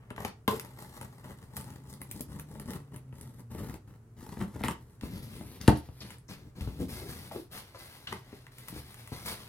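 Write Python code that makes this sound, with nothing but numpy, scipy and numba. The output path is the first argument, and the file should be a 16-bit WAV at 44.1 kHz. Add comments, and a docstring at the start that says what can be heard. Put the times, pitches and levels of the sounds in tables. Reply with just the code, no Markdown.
"""Tape crackles and snaps and a cardboard box booms as scissors stab its seam and drag along it.
The blade catches and slips, shaking the panels; blows ring the box; the cardboard creaks and scuffs.
From about 5 s a flap is torn open and folded back, then the box slides round on the floor, rasping
and hissing, with snaps from its plastic packing. A small tiled room adds a short bright tail.
An engine drones faintly outdoors throughout."""
import sys
import numpy as np
from scipy import signal
from scipy.fft import rfft, irfft
from scipy.io import wavfile
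from scipy.ndimage import uniform_filter1d, map_coordinates
from numba import njit

SR = 44100
rng = np.random.default_rng(int(sys.argv[2]) if len(sys.argv) > 2 else 0)


def persist_wave(psi):
    """Save psi, clipped to +-1, as 16-bit WAV."""
    counts = np.round(np.clip(psi, -1, 1) * 32767).astype(np.int16)
    wavfile.write(sys.argv[1], SR, np.atleast_2d(counts).T)


N = 418068
TIME_S = np.arange(N) / SR
EVENT_S = TIME_S[:SR // 2]


def undb(db):
    """Decibels to gain."""
    return 10 ** (np.asarray(db) / 20)


def unit_rms(x):
    """Scale to rms 1."""
    return x / np.sqrt(np.mean(x ** 2))


def unit_peak(x, size=256):
    """Scale the loudest few milliseconds to rms 1."""
    return x / np.sqrt(uniform_filter1d(x ** 2, size).max())


def add(out, start_s, x):
    """Mix x in at start_s."""
    i = max(int(start_s * SR), 0)
    out[i:i + len(x)] += x[:max(N - i, 0)]


def on_log(hz, points):
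    """Interpolate (freq_hz, value) points on a log-frequency axis."""
    freq_hz, values = np.transpose(points)
    return np.interp(np.log(hz + 1), np.log(freq_hz), values)


def colour(x, spectrum, size=4096):
    """Minimum-phase filter from (freq_hz, level_db) points."""
    hz = np.arange(size // 2 + 1) * SR / size
    cepstrum = irfft(np.log(undb(on_log(hz, spectrum))))
    cepstrum[1:size // 2] *= 2
    cepstrum[size // 2 + 1:] = 0
    return signal.fftconvolve(x, irfft(np.exp(rfft(cepstrum))))[:len(x)]


def high_pass(x, hz, order=2):
    """Butterworth high-pass."""
    return signal.sosfilt(signal.butter(order, hz, "high", fs=SR, output="sos"), x)


@njit
def svf(x, hz, width_hz):
    """State-variable band-pass, one centre per sample."""
    y, band_state, low_state = np.empty(len(x)), 0., 0.
    for i in range(len(x)):
        g = np.tan(np.pi * min(hz[i] / SR, .45))
        damping = width_hz / hz[i]
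        v = (band_state + g * (x[i] + 1e-18 - low_state)) / (1 + g * (g + damping))
        band_state = 2 * v - band_state
        low_state += 2 * g * v
        y[i] = damping * v
    return y


def band(x, hz, width_hz):
    """One resonance, fixed or gliding."""
    return svf(x, hz * np.ones(len(x)), float(width_hz))


def fade(t60_s):
    """Exponential decay."""
    return np.exp(-np.log(1000) * EVENT_S / max(t60_s, 1 / SR))


def wander(hz):
    """Random motion through normal draws, hz of them a second."""
    count = int(N / SR * hz) + 2
    return np.interp(TIME_S * hz, np.arange(count), rng.standard_normal(count))


def ring(modes, detune, scatter_db):
    """Struck modes; strength and tuning vary with where the blow lands."""
    out = 0
    for hz, db, t60_s in modes:
        envelope = undb(db + scatter_db * rng.normal()) * fade(t60_s)
        pitch_hz = hz * (1 + detune * rng.normal())
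        out += envelope * np.sin(2 * np.pi * pitch_hz * EVENT_S)
    return out


def slips(rate_hz, spread_db):
    """Tiny random slips: many weak, a few strong."""
    size = undb(spread_db * np.minimum(rng.exponential(size=N), 4))
    occurs = rng.random(N) < rate_hz / SR
    return unit_rms(occurs * size * rng.choice([-1, 1], N))


def efforts(table, attack_s, release_s, sag_db):
    """Each push takes hold, sags (swells if negative) and lets go; one gain curve per dB column."""
    out = np.zeros((len(table[0]) - 2, N))
    for start_s, length_s, *levels_db in table:
        t = TIME_S[TIME_S < length_s + 8 * release_s]
        attack = np.minimum(t / attack_s, 1)
        held = undb(sag_db * (.5 - np.minimum(t / length_s, 1)))
        release = np.exp(-np.maximum(t - length_s, 0) / release_s)
        for layer, db in zip(out, levels_db):
            add(layer, start_s, undb(db) * attack * held * release)
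    return out


def diffuse(count, apart_hz=750):
    """Stereo noise from all sides: alike in the bass, unrelated in the treble."""
    hz = np.arange(count // 2 + 1) * SR / count
    alike = 1 / (1 + (hz / apart_hz) ** 2)
    mid, side = rfft(rng.standard_normal((2, count)))
    mid, side = mid * np.sqrt(1 + alike), side * np.sqrt(1 - alike)
    return irfft(np.array([mid + side, mid - side]) / np.sqrt(2), count)


# corrugated board resonances: pitch_hz, width_hz, gain_db
BOARD_BANDS = [(410, 59, 0.5), (577, 87, 1.5), (870, 130, 4.5), (1021, 116, 3.5), (1105, 61, 3.5),
               (1378, 386, -3.5), (1924, 247, -3), (2935, 620, -12.5)]
def board(force):
    """Force through the board's damped resonances, each at least a tenth of its pitch wide."""
    return sum((-1) ** k * undb(db) * band(force, hz, max(width_hz, hz / 10))
               for k, (hz, width_hz, db) in enumerate(BOARD_BANDS))


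# panel and tape spectra: freq_hz, level_db
PANEL_SPECTRUM = [(30, -19), (70, 4), (130, 2.5), (200, 2), (300, -6), (450, -13), (700, -26.5),
                  (1500, -39.5)]
TAPE_SPECTRUM = [(1200, -14), (2500, -19), (4000, -2.5), (6500, -5), (9000, -1.5), (12000, 1),
                 (16000, -12.5)]
# blade pulls, and light creep between them: start_s, length_s, force_db, crackle_db
BLADE_PULLS = [(0.176, .11, -45, -56), (0.48, 0.096, -40, -45), (0.78, .2, -57.5, -60),
               (1.005, 0.057, -51.5, -59), (1.23, 0.096, -50.5, -60), (1.54, 0.11, -57.5, -59),
               (1.66, 0.1, -56.5, -64.5), (1.88, 0.065, -61, -56.5), (2.0, 0.12, -62, -63.5),
               (2.14, 0.056, -53.5, -53), (2.28, .13, -56, -62), (2.48, 0.2, -59, -64.5),
               (2.68, 0.094, -49, -57), (2.92, .06, -59.5, -73), (3.12, .29, -61.5, -66),
               (3.5, .26, -51.5, -60), (3.87, 0.09, -63.5, -74), (4.212, .04, -54.5, -57),
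               (4.28, 0.13, -58, -62), (4.398, .045, -43, -58), (4.535, 0.081, -54, -64.5),
               (4.638, 0.08, -44.5, -53.5)]
BLADE_CREEPS = [(0, 0.38, -66, -91), (0.6, 2.22, -63, -70), (2.8, 0.67, -75.5, -87),
                (4.165, 0.834, -64.5, -68.5)]
# lid, stiff at the rims and soft in the middle: time_s, rumble_gain_db
LID_FLEX = [(0, 0), (1.2, 4.5), (2.2, 13.5), (3.6, 12.5), (4.7, 10)]
def cutting():
    """The blade catches and slips; each slip shakes the panels and parts a tuft of fibres and tape."""
    pulls = efforts(BLADE_PULLS, attack_s=0.0076, release_s=0.0064, sag_db=2)
    creep = efforts(BLADE_CREEPS, attack_s=0.0077, release_s=0.01, sag_db=15)
    jerks = undb(2 * wander(hz=30))
    force, tape_gain = np.hypot(pulls, creep) * jerks
    flex = undb(np.interp(TIME_S, *np.transpose(LID_FLEX)))
    catches = slips(rate_hz=170, spread_db=3.5)
    tuft_envelope = signal.fftconvolve(np.abs(catches), fade(t60_s=0.014))[:N]
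    tufts = unit_rms(tuft_envelope * rng.standard_normal(N))
    fibres = tufts + undb(-4) * slips(rate_hz=5000, spread_db=0.93)
    shaking = catches + slips(rate_hz=900, spread_db=0.96)
    rumble = force * flex * unit_rms(colour(shaking, PANEL_SPECTRUM))
    rasp = force * unit_rms(board(fibres))
    crackle = tape_gain * unit_rms(colour(fibres, TAPE_SPECTRUM))
    return undb(-3) * (rumble + rasp) + crackle


# engine outdoors: time_s, firing_hz, level_db
ENGINE_TRACK = [(0, 114.8, -54.5), (0.902, 128.3, -55), (2, 130.1, -51), (2.5, 147.9, -50),
                (3.102, 130.7, -49.5), (3.8, 106, -52.5), (4.3, 121.7, -54), (7.1, 128.4, -60.5),
                (7.7, 120, -68.5), (8.3, 126.6, -56), (9.48, 110.4, -57)]
def engine(gain_db=-2, waver=0.0278, flutter_db=3.8, overtone_db=-14):
    """Only the two lowest harmonics of the uneven firing pass the walls."""
    time_s, firing_hz, level_db = np.transpose(ENGINE_TRACK)
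    pitch_hz = np.interp(TIME_S, time_s, firing_hz) * (1 + waver * wander(hz=25))
    phase = 2 * np.pi * np.cumsum(pitch_hz) / SR
    gain = undb(np.interp(TIME_S, time_s, level_db) + gain_db + flutter_db * wander(hz=24))
    return gain * unit_rms(np.sin(phase) + undb(overtone_db) * np.sin(2 * phase))


# background spectrum: freq_hz, level_db
AMBIENCE_SPECTRUM = [(15, -61), (25, -13), (127, -1.5), (195, -16), (463, -18.5), (531, -26.5),
                     (1400, -30.5), (1700, -34), (1890, -36), (3520, -46.5), (9570, -42.5), (16000, -50)]
def ambience(level_db=-57):
    """Steady low noise from outdoors, arriving from all sides."""
    channels = [colour(noise, AMBIENCE_SPECTRUM) for noise in diffuse(N)]
    return undb(level_db) * unit_rms(np.array(channels))


def clap(t60_s, flutter, low_cut_hz):
    """An impulse on the board, then a short flutter of its liners."""
    force = flutter * rng.standard_normal(len(EVENT_S)) * fade(t60_s)
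    force[0] += 1
    return unit_peak(high_pass(board(force), low_cut_hz))


# tape, plastic and board snapping: start_s, crack_db, pitch_hz, clap_db
FILM_SNAPS = [(0.1042, -51, 8900, -41), (0.163, -54, 6900, -44.5), (0.2494, -36, 4530, -45),
              (0.4782, -26.5, 3570, -39), (0.597, -36.5, 11500, -38.5), (1.013, -43, 11500, -54),
              (1.5671, -34, 11500, -42), (1.6107, -45, 11400, -55), (2.0164, -38.5, 11400, -42.5),
              (2.113, -36, 10100, -55), (2.2085, -34, 11500, -56), (2.3969, -41, 11900, -45.5),
              (2.598, -43, 10500, -44), (2.7061, -42, 12500, -42), (2.7348, -45, 13300, -42),
              (2.9618, -46, 10100, -54), (3.2117, -45, 9200, -67), (4.6372, -38, 3000, -35),
              (4.662, -60, 3040, -43), (4.6834, -35, 8800, -28), (5.011, -50, 4140, -48),
              (5.6134, -39.5, 4690, -56), (5.678, -25, 4600, -31), (5.7736, -44.5, 11000, -56),
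              (6.105, -48.5, 9100, -44), (6.184, -55.5, 10500, -68), (6.6088, -45.5, 4360, -48),
              (8.1273, -40.5, 3130, -39), (8.467, -58, 2500, -44.5), (8.5843, -46, 11600, -53),
              (8.6839, -40, 12100, -41), (8.9432, -49, 9460, -50), (9.0749, -47.5, 11800, -46)]
def snaps(crack_t60_s=0.0045, shred_t60_s=0.056):
    """Taut film parts, rings broadly and flicks the board; its last shreds give way just after."""
    crack_spectrum = [(800, -7), (2500, -3.5), (7000, -8), (11000, 4), (16000, -15)]
    out = np.zeros(N)
    shreds = slips(rate_hz=3300, spread_db=6)
    for start_s, crack_db, pitch_hz, clap_db in FILM_SNAPS:
        tail = np.roll(shreds, -int(start_s * SR))[:len(EVENT_S)] * fade(shred_t60_s)
        tear = rng.standard_normal(len(EVENT_S)) * fade(crack_t60_s) + undb(-17) * tail
        crack = colour(tear, crack_spectrum) + undb(3) * band(tear, pitch_hz, width_hz=3500)
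        add(out, start_s, undb(crack_db) * unit_peak(crack))
        add(out, start_s, undb(clap_db - 3) * clap(t60_s=0.03, flutter=0.024, low_cut_hz=1640))
    return out


# modes of the box and its air: pitch_hz, level_db, t60_s
BOX_MODES = [(72, -8.5, 0.4), (102, 0, 0.064), (132, -3.5, 0.11), (168, -3.5, 0.037), (213, -7.5, 0.14),
             (245, 6.5, 0.047), (298, -8, 0.15), (407.4, -5.5, 0.16), (574, -3, 0.031)]
# blows on the box: start_s, boom_db, centre_hz, clap_db
BOX_BLOWS = [(0.107, -35, 243, -44), (0.179, -40, 229, -35.5), (0.248, -35, 246, -30),
             (0.478, -20.5, 420, -24.5), (1.012, -42.5, 124, -41), (1.308, -45.5, 188, -57),
             (2.144, -42, 191, -65), (2.204, -32, 214, -70), (2.294, -46, 220, -73),
             (2.554, -42, 200, -51.5), (2.6, -40.5, 220, -58), (3.126, -42, 118, -54),
             (3.549, -34.5, 218, -68), (3.605, -33, 225, -62), (4.37, -36, 183, -45.5),
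             (4.413, -37.5, 400, -38.5), (4.557, -34, 196, -61), (4.608, -31.5, 237, -43),
             (4.638, -29, 213, -30), (4.684, -32, 480, -32), (5.033, -29, 140, -45),
             (5.409, -36.5, 242, -47.5), (5.68, -5.5, 125, -22.5), (5.887, -38.5, 78, -53.5),
             (6.673, -31.5, 120, -48), (6.797, -35, 280, -63), (7.312, -48, 450, -41.5),
             (7.359, -35.5, 380, -42.5), (8.124, -36.5, 480, -32), (8.327, -38, 230, -51),
             (8.725, -37, 128, -62), (8.761, -35, 74.5, -58), (9.118, -32, 90, -48)]
def knocks(spread_octaves=1.24, lag_s=0.002156, leak_hz=62):
    """Each blow rings the box modes near its centre; slow bending waves arrive after the clap."""
    out = np.zeros(N)
    for start_s, boom_db, centre_hz, clap_db in BOX_BLOWS:
        modes = [(hz, db - 6 * (np.log2(hz / centre_hz) / spread_octaves) ** 2, t60_s)
                 for hz, db, t60_s in BOX_MODES]
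        # air slips round the panels, so the deepest bass does not radiate
        boom = high_pass(ring(modes, detune=0.023, scatter_db=5.5), leak_hz, order=4)
        add(out, start_s + lag_s, -undb(boom_db - 1) * unit_peak(boom))
        add(out, start_s, undb(clap_db - 2) * clap(t60_s=0.022, flutter=0.14, low_cut_hz=400))
    return out


# steel blade modes: pitch_hz, level_db, t60_s
BLADE_MODES = [(4310, 0, .11), (4650, -1, .09), (5550, -3, .11)]
def blades(start_s=0.28, level_db=-56):
    """The scissors ring faintly as their tip jabs the tape."""
    out = np.zeros(N)
    steel = ring(BLADE_MODES, detune=.003, scatter_db=1)
    add(out, start_s, undb(level_db) * unit_peak(steel))
    return out


# cardboard creaks and scuffs, and its brief ringing after the stab (0.48 s) and the slam (5.68 s):
# start_s, length_s, rate_hz, first_hz, last_hz, level_db
CREAKS_AND_RINGS = [(0.482, 0.09, 420, 417, 410, -34.5), (0.479, 0.025, 1210, 1080, 900, -26.5),
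                    (4.405, 0.059, 197, 222, 194, -32), (4.63, 0.059, 900, 1840, 1990, -43),
                    (5.68, 0.031, 730, 915, 733, -22), (6.005, 0.027, 2500, 5100, 2950, -46),
                    (6.282, 0.054, 2100, 6170, 3430, -56), (6.609, 0.079, 54, 61.6, 58, -35),
                    (6.805, 0.053, 144, 297, 232, -31), (7.019, 0.07, 375, 327, 374, -42),
                    (7.313, 0.05, 276, 660, 510, -41.5), (7.346, 0.063, 320, 404, 287, -38.5),
                    (7.745, 0.037, 550, 550, 496, -52.5), (7.746, 0.016, 640, 1150, 1020, -47.5),
                    (8.072, 0.008, 1600, 3100, 2870, -37), (8.072, 0.027, 2300, 4300, 3600, -50),
                    (8.07, 0.028, 1020, 1510, 1440, -46)]
def creaks_and_rings(width_share=0.15, jitter=0.27, scatter_db=3):
    """The cardboard creaks, scuffs or rings briefly: fading pulses through a gliding panel resonance."""
    out = np.zeros(N)
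    for start_s, length_s, rate_hz, first_hz, last_hz, level_db in CREAKS_AND_RINGS:
        gap_noise, size_noise = rng.standard_normal((256, 2)).T
        pulse_s = np.cumsum(np.exp(jitter * gap_noise)) / rate_hz
        pulse_s -= pulse_s[0]
        sizes = undb(scatter_db * size_noise) * np.sqrt(np.clip(1 - pulse_s / length_s, 0, 1))
        force = np.bincount((pulse_s * SR).astype(int), sizes, len(EVENT_S))[:len(EVENT_S)]
        pitch_hz = np.interp(EVENT_S, [0, length_s], [first_hz, last_hz])
        width_hz = width_share * first_hz
        tone = band(band(force, pitch_hz, width_hz), pitch_hz, 9 * width_hz)
        add(out, start_s, undb(level_db) * unit_peak(tone))
    return out


# rasp and grit spectra: freq_hz, level_db
RASP_SPECTRUM = [(250, -5.5), (500, -3.5), (950, -2), (1400, -5.5), (2000, -4.5), (2800, -10), (4500, -9),
                 (7000, -17.5), (16000, -45)]
GRIT_SPECTRUM = [(1000, -20), (2500, -1.5), (4500, 0), (7300, -7.5), (9500, 4), (12500, 4), (16000, -8)]
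# flap then floor rubs, and the box turning on tile: start_s, length_s, rumble_db, rasp_db, hiss_db
CARD_RUBS = [(5.02, .16, -40, -53.5, -56), (5.22, 0.35, -45, -58, -58.5), (5.6, 0.19, -44.5, -53, -59),
             (5.82, 0.17, -60, -64.5, -66), (6.005, 0.12, -48, -53, -58.5),
             (6.285, 0.068, -44.5, -51.5, -58.5), (6.37, .11, -50.5, -68.5, -85),
             (6.55, 0.1, -44, -59, -66.5), (6.605, 0.18, -42, -59, -62), (6.79, 0.039, -31.5, -56, -55.5),
             (6.88, .21, -43, -51, -51.5), (7.08, .2, -48.5, -52.5, -53.5),
             (7.308, 0.065, -45, -52.5, -49.5), (7.51, 0.069, -54.5, -49, -51),
             (7.742, 0.018, -70, -50, -62), (7.78, 0.25, -70, -58, -58.5), (8.068, 0.077, -45.5, -51, -64),
             (8.67, 0.12, -49.5, -53, -53), (9.11, 0.37, -52, -52.5, -56.5), (9.25, .08, -51, -45.5, -45.5)]
BOX_TURNS = [(7.5, 0.85, -78, -58.5, -64), (8.51, 0.87, -64, -59, -60)]
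def sliding(edge_hz=3800, edge_octaves=0.58):
    """Cardboard rubs on cardboard and tile: dense grit hisses, coarser slips shake the panels."""
    pushes = efforts(CARD_RUBS, attack_s=0.012, release_s=0.03, sag_db=1.5)
    turning = efforts(BOX_TURNS, attack_s=0.013, release_s=0.082, sag_db=-2.5)
    grip = undb(2.35 * wander(hz=22))
    rumble_gain, rasp_gain, hiss_gain = np.hypot(pushes, turning) * grip
    grit = slips(rate_hz=14000, spread_db=6.5)
    # the rubbing edge rings higher or lower as the contact shifts
    edge = band(grit, edge_hz * 2 ** (edge_octaves * wander(hz=9.7)), width_hz=1700)
    rumble = rumble_gain * unit_rms(colour(slips(rate_hz=700, spread_db=3), PANEL_SPECTRUM))
    rasp = rasp_gain * unit_rms(colour(slips(rate_hz=3500, spread_db=4.3), RASP_SPECTRUM))
    hiss = hiss_gain * unit_rms(colour(grit + undb(-4) * edge, GRIT_SPECTRUM))
    return undb(-3) * (rumble + rasp) + undb(-1) * hiss


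# room decay: freq_hz, t60_s
ROOM_DECAY = [(100, 0.24), (400, 0.26), (1500, 0.23), (5000, 0.25), (14000, 0.1)]
def reflections(bass_db=-4, gap_s=0.0044):
    """One short bright stereo tail off the tiled walls, decaying band by band."""
    hz = np.arange(len(EVENT_S) // 2 + 1) * SR / len(EVENT_S)
    tilt = undb(on_log(hz, [(150, bass_db), (700, 0.016)]))
    spectrum = rfft(diffuse(len(EVENT_S), apart_hz=533)) * tilt
    onset = np.clip(EVENT_S / gap_s - 1, 0, 1)
    tail = 0
    for band_hz, t60_s in ROOM_DECAY:
        share = on_log(hz, [(freq_hz, freq_hz == band_hz) for freq_hz, _ in ROOM_DECAY])
        decay = fade(t60_s) * onset
        tail += irfft(spectrum * share) * decay / np.linalg.norm(decay)
    return tail


def delayed(x, delay_s):
    """Delay that may move every sample."""
    return map_coordinates(x, [np.arange(N) - SR * delay_s], order=3)


# bearing of the moving hands: time_s, left_lead_s
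HAND_BEARING = [(0, 0.00016), (1.7, 0.00013), (3.2, 0.0001), (4.7, 0.00002), (5.2, 0.00018),
                (5.7, 0.000015), (6.2, .00014), (9.48, 0.00013)]
def room(x, wet_db=-4, pan_db=1.5, scatter_db=-12, shift_hz=7):
    """Direct sound arrives left first; near surfaces scatter its treble, the walls add a tail."""
    lead_s = np.interp(TIME_S, *np.transpose(HAND_BEARING))
    direct = np.array([undb(pan_db) * x, undb(-pan_db) * delayed(x, lead_s)])
    # short paths via flaps, arms and floor change with the movement
    treble, near = high_pass(x, hz=950), np.zeros((2, N))
    for k in range(8):
        path_s = .0006 + .0005 * k + .00015 * wander(hz=9)
        near[k % 2] += undb(scatter_db) * (-1) ** (k // 2) * delayed(treble, path_s)
    # the sounding spot roams over the box, so the wall reflections keep shifting
    tail_a, tail_b = (signal.oaconvolve(x[None], reflections(), axes=1)[:, :N] for _ in range(2))
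    blend_rad = 2 * np.pi * shift_hz * TIME_S + wander(hz=5)
    walls = np.cos(blend_rad) * tail_a + np.sin(blend_rad) * tail_b
    return direct + near + undb(wet_db) * walls


def scene():
    """Box and scissors in the room, over the sounds from outdoors."""
    background = ambience()
    handling = cutting() + sliding() + knocks() + snaps() + creaks_and_rings() + blades()
    return room(handling) + engine() + background


def record(dry):
    """Clip at full scale, then low-pass steeply at 16.2 kHz."""
    low_pass = signal.ellip(8, .2, 70, 16200, fs=SR, output="sos")
    return signal.sosfilt(low_pass, np.clip(dry, -1, 1))


dry = scene()
out = record(dry)
persist_wave(out)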